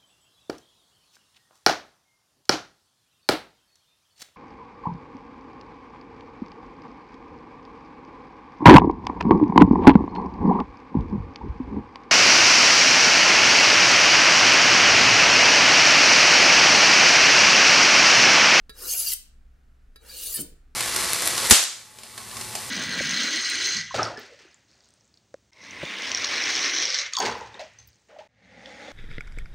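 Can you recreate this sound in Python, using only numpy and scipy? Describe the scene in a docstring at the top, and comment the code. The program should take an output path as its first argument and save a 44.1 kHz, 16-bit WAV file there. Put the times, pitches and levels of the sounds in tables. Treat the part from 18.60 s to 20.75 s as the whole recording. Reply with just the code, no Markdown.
"""A kitchen knife is drawn twice along a honing steel in a quiet kitchen.
Each time the blade lands with a clink, rasps as countless tiny bits of grit strike it,
squeaks where it sticks and slips, and rings as its tip slides off the rod.
Dull knocks on something hollow and a low boom end the second stroke.
The room adds a short echo, a faint rumble and hiss, and an appliance's hum."""
import sys
import numpy as np
from scipy import signal
from scipy.fft import rfft, irfft
from scipy.io import wavfile
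from scipy.ndimage import uniform_filter1d, map_coordinates

SR = 44100
rng = np.random.default_rng(int(sys.argv[2]) if len(sys.argv) > 2 else 0)


def unload_audio(sound):
    """Save the sound as a 16-bit wav file, at the path given as the first command line argument."""
    columns = np.transpose(np.atleast_2d(sound))
    # keep every value between -1 and 1, then stretch to whole-number steps
    steps = np.round(np.clip(columns, -1, 1) * 32767)
    wavfile.write(sys.argv[1], SR, steps.astype(np.int16))


N = 94815

# tone of the background noise (f/Hz, relative level/dB)
BACKGROUND_TONE = [(12, -31), (20, 5), (70, -13.5), (93, -24), (134, -21), (182, -28.5), (262, -25.5),
                   (319, -35.5), (410, -32.5), (542, -38), (678, -36.5), (1000, -43), (1330, -36),
                   (3340, -48), (7730, -53.5), (13200, -59), (16000, -58.5)]
# how alike left and right are in that noise (f/Hz, likeness: 1 = the same)
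BACKGROUND_LIKENESS = [(30, 0.98), (150, 1), (500, .4), (1400, 0.28), (4000, 0.93), (15000, .3)]
# the blade lands on the rod (t/s, ring level/dB, tick level/dB, tilt/dB per octave, ring length factor)
LANDINGS = [(.0950, -42.5, -42.5, -1.2, 1.05), (1.3595, -48, -52, 0, .9)]
# notes of the landing blade (f/Hz, level/dB, fade/s); a fade is the time taken to drop 60 dB
CLINK_NOTES = [(430, -2, .09), (1110, -13, .07), (1351, -9, .08), (1670, -6, .12), (1825, -8, .09),
               (2304, -16, .1), (2680, -16, .07), (3250, -7, .03), (3881, -4, .25), (4492, -3, .1),
               (4825, -3, .08), (9810, -18, .15), (10600, -4, .05), (12690, -7, .05), (14340, -14, .1)]
# tone of the tick of metal on metal (f/Hz, relative level/dB)
TICK_TONE = [(150, -5.5), (420, 7.5), (800, -13), (1700, -5.5), (3500, 0.5), (4700, -3), (6500, -6.5),
             (11000, -7.5), (16000, -14.5)]
# loudness of the rasp through each stroke (t/s, treble level/dB, middle level/dB, bass level/dB)
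FIRST_STROKE = [(.125, -79, -71.5, -67), (.19, -47, -52, -54), (.24, -40, -44, -49.5),
                (.312, -31, -35.5, -58), (.352, -29, -39, -51), (.398, -26, -35, -55.5),
                (.435, -30.5, -37, -57), (.51, -32, -32.5, -57), (.538, -26, -37.5, -70),
                (.55, -48, -49, -61.5)]
SECOND_STROKE = [(1.385, -86, -82, -80), (1.43, -62, -67, -60), (1.488, -50.5, -51.5, -55.5),
                 (1.56, -43, -46.5, -57), (1.635, -34, -39.5, -58.5), (1.70, -34.5, -42.5, -57),
                 (1.765, -30.5, -42.5, -54.5), (1.785, -39, -41, -46.5), (1.808, -30.5, -49, -54.5),
                 (1.82, -31.5, -45.5, -67)]
# tone of the rasp on each side of the blade (f/Hz, relative level/dB)
FIRST_TONE = [(150, -22), (330, -22.5), (520, -15.5), (750, -25), (1100, -20), (2000, -13.5), (3000, -8),
              (3600, -9), (4700, 0), (8000, -1.5), (12000, 1), (16000, -4)]
SECOND_TONE = [(150, -25), (360, -18.5), (490, -6.5), (700, -25), (1000, -20), (1300, -18.5), (2200, -10),
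               (3000, -2), (4400, 3.5), (5700, 0.5), (9000, 3.5), (13000, 3), (16000, 5)]
# pitches the blade boosts or weakens while pressed on the rod (f/Hz, half-width/Hz, boost/dB)
BLADE_PEAKS = [(513, 130, 7), (2310, 70, 0.5), (2880, 100, 2.5), (3403, 66, -3.5), (3890, 23, 1),
               (4770, 49, 3.5), (5130, 60, 2.5), (5345, 70, 1), (6940, 150, 1.5), (7300, 100, 1.5),
               (8527, 150, 1.5), (10930, 41, 7.5), (10820, 100, 3.5), (11970, 160, 3.5), (13260, 130, 0.5),
               (14800, 140, 2.5)]
# how alike left and right are in the rasp and the scuff (f/Hz, likeness)
RUB_LIKENESS = [(250, .85), (600, .25), (1300, 1), (3000, 1), (6000, 0.66), (10500, 0.95), (15000, .5)]
# how far the rasp leans to the left (f/Hz, left minus right/dB)
RASP_LEAN = [(5000, 0), (8000, 0.9), (10600, 4), (14000, .5)]
# squeaks of the chattering edge (middle t/s, length/s, f/Hz, level/dB)
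SQUEAKS = [(0.256, .025, 3960, -46), (.315, .016, 9200, -30.5), (0.321, 0.046, 6376, -31.5),
           (.345, .025, 722, -55), (0.417, 0.037, 788, -61), (0.349, 0.019, 2453, -45),
           (.378, 0.023, 11700, -32.5), (0.399, 0.018, 10570, -27), (0.472, .01, 13400, -29.5),
           (.476, 0.022, 4680, -32), (0.486, 0.0077, 10480, -25.5), (.526, .012, 3056, -41),
           (.526, .014, 2033, -44.5), (.535, 0.0024, 7650, -23.5), (1.502, 0.02, 4695, -46),
           (1.748, .014, 10680, -26.5), (1.762, 0.0093, 10750, -27), (1.757, .014, 9560, -34.5),
           (1.76, 0.027, 1820, -48.5), (1.767, 0.0064, 14100, -34), (1.791, .04, 3033, -45)]
# the tip slips off (t/s, ring level/dB, tick level/dB, tilt/dB per octave, ring length factor)
SLIP_OFFS = [(.5355, -33, -47, -3, 1.35), (1.808, -34, -49, 3, .75)]
# notes of the freed tip (f/Hz, level/dB, fade/s)
TIP_NOTES = [(3106, -15, .18), (6265, -11, .18), (8625, 0, .18), (9507, -15, .13), (10560, -1, .06),
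             (11600, -12, .08), (14310, -19, .14)]
# two quick, dull knocks (t/s, level/dB, softness/s)
KNOCKS = [(1.778, -44.5, 0.00027), (1.792, -35.5, 0.0002)]
# notes of the hollow body (f/Hz, level/dB, fade/s)
BODY_NOTES = [(153.7, -6.5, 0.14), (235, -9.5, 0.18), (342.2, -7, 0.25), (404, -4.5, 0.097),
              (451, -6.5, 0.11), (598, -16.5, 0.21), (1480, -6.5, .07)]
# how far the left side's wave runs ahead in those notes (f/Hz, lead/radians)
BODY_LEAD = [(150, .3), (290, 0.49), (450, 1.04), (600, 1.3), (1400, .4)]
# tone of the dull rubbing after the knocks (f/Hz, relative level/dB)
SCUFF_TONE = [(60, -19), (140, 4), (250, 0), (480, 1), (620, -16), (850, -23), (3000, -63)]
# how long the kitchen echoes (f/Hz, fade/s)
ECHO_FADE = [(150, .35), (500, 0.36), (2000, 0.49), (5000, .34), (8000, 0.34), (11000, 0.23), (16000, .27)]


def amp(db):
    """Turns decibels into a factor to multiply by."""
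    return 10 ** (np.asarray(db) / 20)


def unit(x):
    """Scales a signal to an average power of 1."""
    return x / np.sqrt(np.mean(x ** 2) + 1e-20)


def read(points, hz):
    """Looks up a table at any frequency, giving each octave equal room."""
    f, value = np.transpose(points)
    return np.interp(np.log(hz + 1), np.log(f + 1), value)


def add(mix, s, sound):
    """Mixes a sound in, starting at s seconds."""
    part = mix[..., round(s * SR):][..., :sound.shape[-1]]
    part += sound[..., :part.shape[-1]]


def wander(count, hz):
    """A smooth random curve; a higher hz makes it wiggle faster."""
    size = max(int(SR / hz / 2), 1)
    return unit(uniform_filter1d(uniform_filter1d(rng.standard_normal(N), size), size))[:count]


def stereo(a, b, likeness):
    """Blends two unrelated signals into left and right, as alike as asked."""
    shared, apart = np.sqrt((1 + likeness) / 2) * a, np.sqrt((1 - likeness) / 2) * b
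    return np.array([shared + apart, shared - apart])


def background(hum_hz=62.4, hum_db=-57, noise_db=-53.5):
    """Low rumble, faint hiss and an appliance's steady hum."""
    hz = np.fft.rfftfreq(N, 1 / SR)
    spectrum = stereo(*rfft(rng.standard_normal((2, N))), read(BACKGROUND_LIKENESS, hz))
    noise = unit(irfft(spectrum * amp(read(BACKGROUND_TONE, hz)), N))
    hum = np.sin(2 * np.pi * hum_hz * np.arange(N) / SR)
    return amp(noise_db) * noise + amp(hum_db) * hum


def blade_ring(t, notes, tilt_db, length):
    """Struck steel rings with several fading notes, each out of step between left and right."""
    out = 0
    for hz, db, fade_s in notes:
        level = amp(db + tilt_db * np.log2(hz / 5000) - 60 * t / (fade_s * length))
        shift = .9 * rng.uniform(0.74, 1) * np.array([[1], [-1]])
        out = out + level * np.sin(2 * np.pi * hz * t + shift)
    return out


def clinks(hits, notes, tick_fade_s=.05):
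    """Landing on the rod or slipping off it makes a noisy tick and sets the blade ringing."""
    out, t = np.zeros((2, N)), np.arange(SR // 2) / SR
    tone = amp(read(TICK_TONE, np.fft.rfftfreq(len(t), 1 / SR)))
    for s, ring_db, tick_db, tilt_db, length in hits:
        noise = stereo(*rng.standard_normal((2, len(t))), likeness=0.24)
        tick = unit(irfft(rfft(noise) * tone, len(t))) * amp(tick_db - 60 * t / tick_fade_s)
        add(out, s, tick + amp(ring_db) * blade_ring(t, notes, tilt_db, length))
    return out


def sliding_contact(sound, depth_db=4.6, width_hz=170, hold_s=.05, glide_hz_per_s=7000):
    """As the contact slides, the blade's pitches glide up on one side of it and down on the other."""
    hz, _, slices = signal.stft(sound, SR, nperseg=512, noverlap=384)
    row, frame = np.indices(slices.shape[1:])
    step_s = 128 / SR
    glides = 0
    for way in (-1, 1):
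        # random loud and soft patches, slanted so that they move in pitch
        patches = uniform_filter1d(rng.standard_normal(row.shape), round(width_hz / hz[1]), axis=0)
        patches = uniform_filter1d(patches, round(hold_s / step_s), axis=1)
        moved_row = row + way * frame * step_s * glide_hz_per_s / hz[1]
        glides = glides + map_coordinates(patches, [moved_row, frame], order=1, mode="wrap")
    slices = slices * amp(depth_db * np.minimum(unit(glides), 2))
    return signal.istft(slices, nperseg=512, noverlap=384)[1][:, :N]


def rasp(stroke, tone, grit_per_s=16000, ripple_width_hz=60, judder_db=.5):
    """Thousands of tiny hits from grit shake the blade as it slides along the rod."""
    hz, t = np.fft.rfftfreq(N, 1 / SR), np.arange(N) / SR
    grit = rng.standard_normal((2, N)) * amp(2 * np.minimum(rng.exponential(1, N), 3))
    grit *= rng.random(N) < grit_per_s / SR
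    spectrum = stereo(*rfft(sliding_contact(grit)), read(RUB_LIKENESS, hz))
    peaks_db = sum(db / (1 + ((hz - f) / width) ** 2) for f, width, db in BLADE_PEAKS)
    # the blade also has many weak pitches that stay put
    ripple_db = 2 * unit(uniform_filter1d(rng.standard_normal(len(hz)), round(ripple_width_hz / hz[1])))
    lean_db = np.outer([.5, -.5], read(RASP_LEAN, hz))
    spectrum *= amp(read(tone, hz) + peaks_db + ripple_db + lean_db)
    # treble, middle and bass each follow their own loudness curve
    bass, below_treble = (1 / (1 + (hz / edge_hz) ** 6) for edge_hz in (1700, 7500))
    times, *curves = np.transpose(stroke)
    out = 0
    for band, db in zip((1 - below_treble, below_treble - bass, bass), curves):
        level = amp(np.interp(t, times, db, left=-150, right=-150))
        out = out + level * unit(irfft(spectrum * band, N))
    return out * amp(judder_db * wander(N, hz=130))


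def swell(t, length, db):
    """A bell-shaped rise and fall in a note's loudness, highest at t = 0."""
    return amp(db) * np.sqrt(2) * np.exp(-(2 * t / length) ** 2)


def squeaks():
    """The edge sticks and slips, briefly sounding one wavering note of the blade at a time."""
    out = np.zeros((2, N))
    for s, length, hz, db in SQUEAKS:
        t = np.arange(-length, length, 1 / SR)
        waver_hz = 110 * np.sqrt(hz / 1e4) * wander(len(t), hz=300)
        cycles = np.cumsum(hz + waver_hz) / SR
        add(out, s - length, swell(t, length, db) * np.sin(2 * np.pi * cycles))
    return out


def bump(scuff_db=-47, scuff_fade_s=0.41):
    """Soft knocks set a hollow body ringing, and a dull scuff dies away behind them."""
    out, t = np.zeros((2, N)), np.arange(SR // 2) / SR
    body = 0
    for hz, db, fade_s in BODY_NOTES:
        shift = read(BODY_LEAD, hz) * np.array([[.5], [-.5]])
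        body = body + amp(db - 60 * t / fade_s) * np.sin(2 * np.pi * hz * t + shift)
    for s, db, soft in KNOCKS:
        push = np.exp(-((t - 2 * soft) / soft) ** 2)  # a longer push sounds duller
        add(out, s, amp(db) * signal.fftconvolve(body, push[None] / push.sum()))
    hz = np.fft.rfftfreq(len(t), 1 / SR)
    spectrum = stereo(*rfft(rng.standard_normal((2, len(t)))), read(RUB_LIKENESS, hz))
    scuff = unit(irfft(spectrum * amp(read(SCUFF_TONE, hz)), len(t)))
    add(out, KNOCKS[-1][0], scuff * amp(scuff_db - 60 * t / scuff_fade_s))
    return out


def boom(peak_s=1.827, length_s=0.044, hz=284.3, db=-39):
    """One low note swells and fades just after the knocks."""
    t = np.arange(N) / SR - peak_s
    note = swell(t, length_s, db) * np.sin(2 * np.pi * hz * t)
    return np.array([note, note])


def kitchen(sound, tail_db, likeness=0, gap_s=0.0064, bounce_db=-7.5, bounce_within_s=.003):
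    """Adds eight quick bounces off the counter and the room's short, blurred echo."""
    t = np.arange(SR // 2) / SR
    noise = stereo(*rng.standard_normal((2, len(t))), likeness)
    hz, age, slices = signal.stft(noise, SR, nperseg=256)
    fade = amp(-60 * age / read(ECHO_FADE, hz)[:, None])
    tail = signal.istft(slices * fade, SR, nperseg=256)[1][:, :len(t)]
    tail *= np.clip(t / gap_s - 1, 0, 1)  # the echo starts after a short gap
    echo = amp(tail_db) * tail / np.linalg.norm(tail[0])
    delays = (rng.uniform(.2, 1, size=8) * bounce_within_s * SR).astype(int)
    echo[:, delays] += amp(bounce_db) * rng.choice([-1, 1], len(delays)) / np.sqrt(len(delays))
    return sound + signal.fftconvolve(sound, echo, axes=1)[:, :N]


def scene():
    """Two honing strokes and a bump in the kitchen."""
    strokes = rasp(FIRST_STROKE, FIRST_TONE) + rasp(SECOND_STROKE, SECOND_TONE)
    rings = squeaks() + clinks(LANDINGS, CLINK_NOTES) + clinks(SLIP_OFFS, TIP_NOTES)
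    thud = kitchen(bump(), tail_db=-7.5, likeness=0.94) + kitchen(boom(), tail_db=-18, likeness=0.94)
    return kitchen(strokes, tail_db=-9) + kitchen(rings, tail_db=-15) + thud + background()


def record(dry, top_hz=15850):
    """Cuts off the very highest treble."""
    treble_cut = signal.firwin(511, top_hz, window=("kaiser", 8), fs=SR)
    return signal.oaconvolve(dry, treble_cut[None], "same")


dry = scene()
out = record(dry)
unload_audio(out)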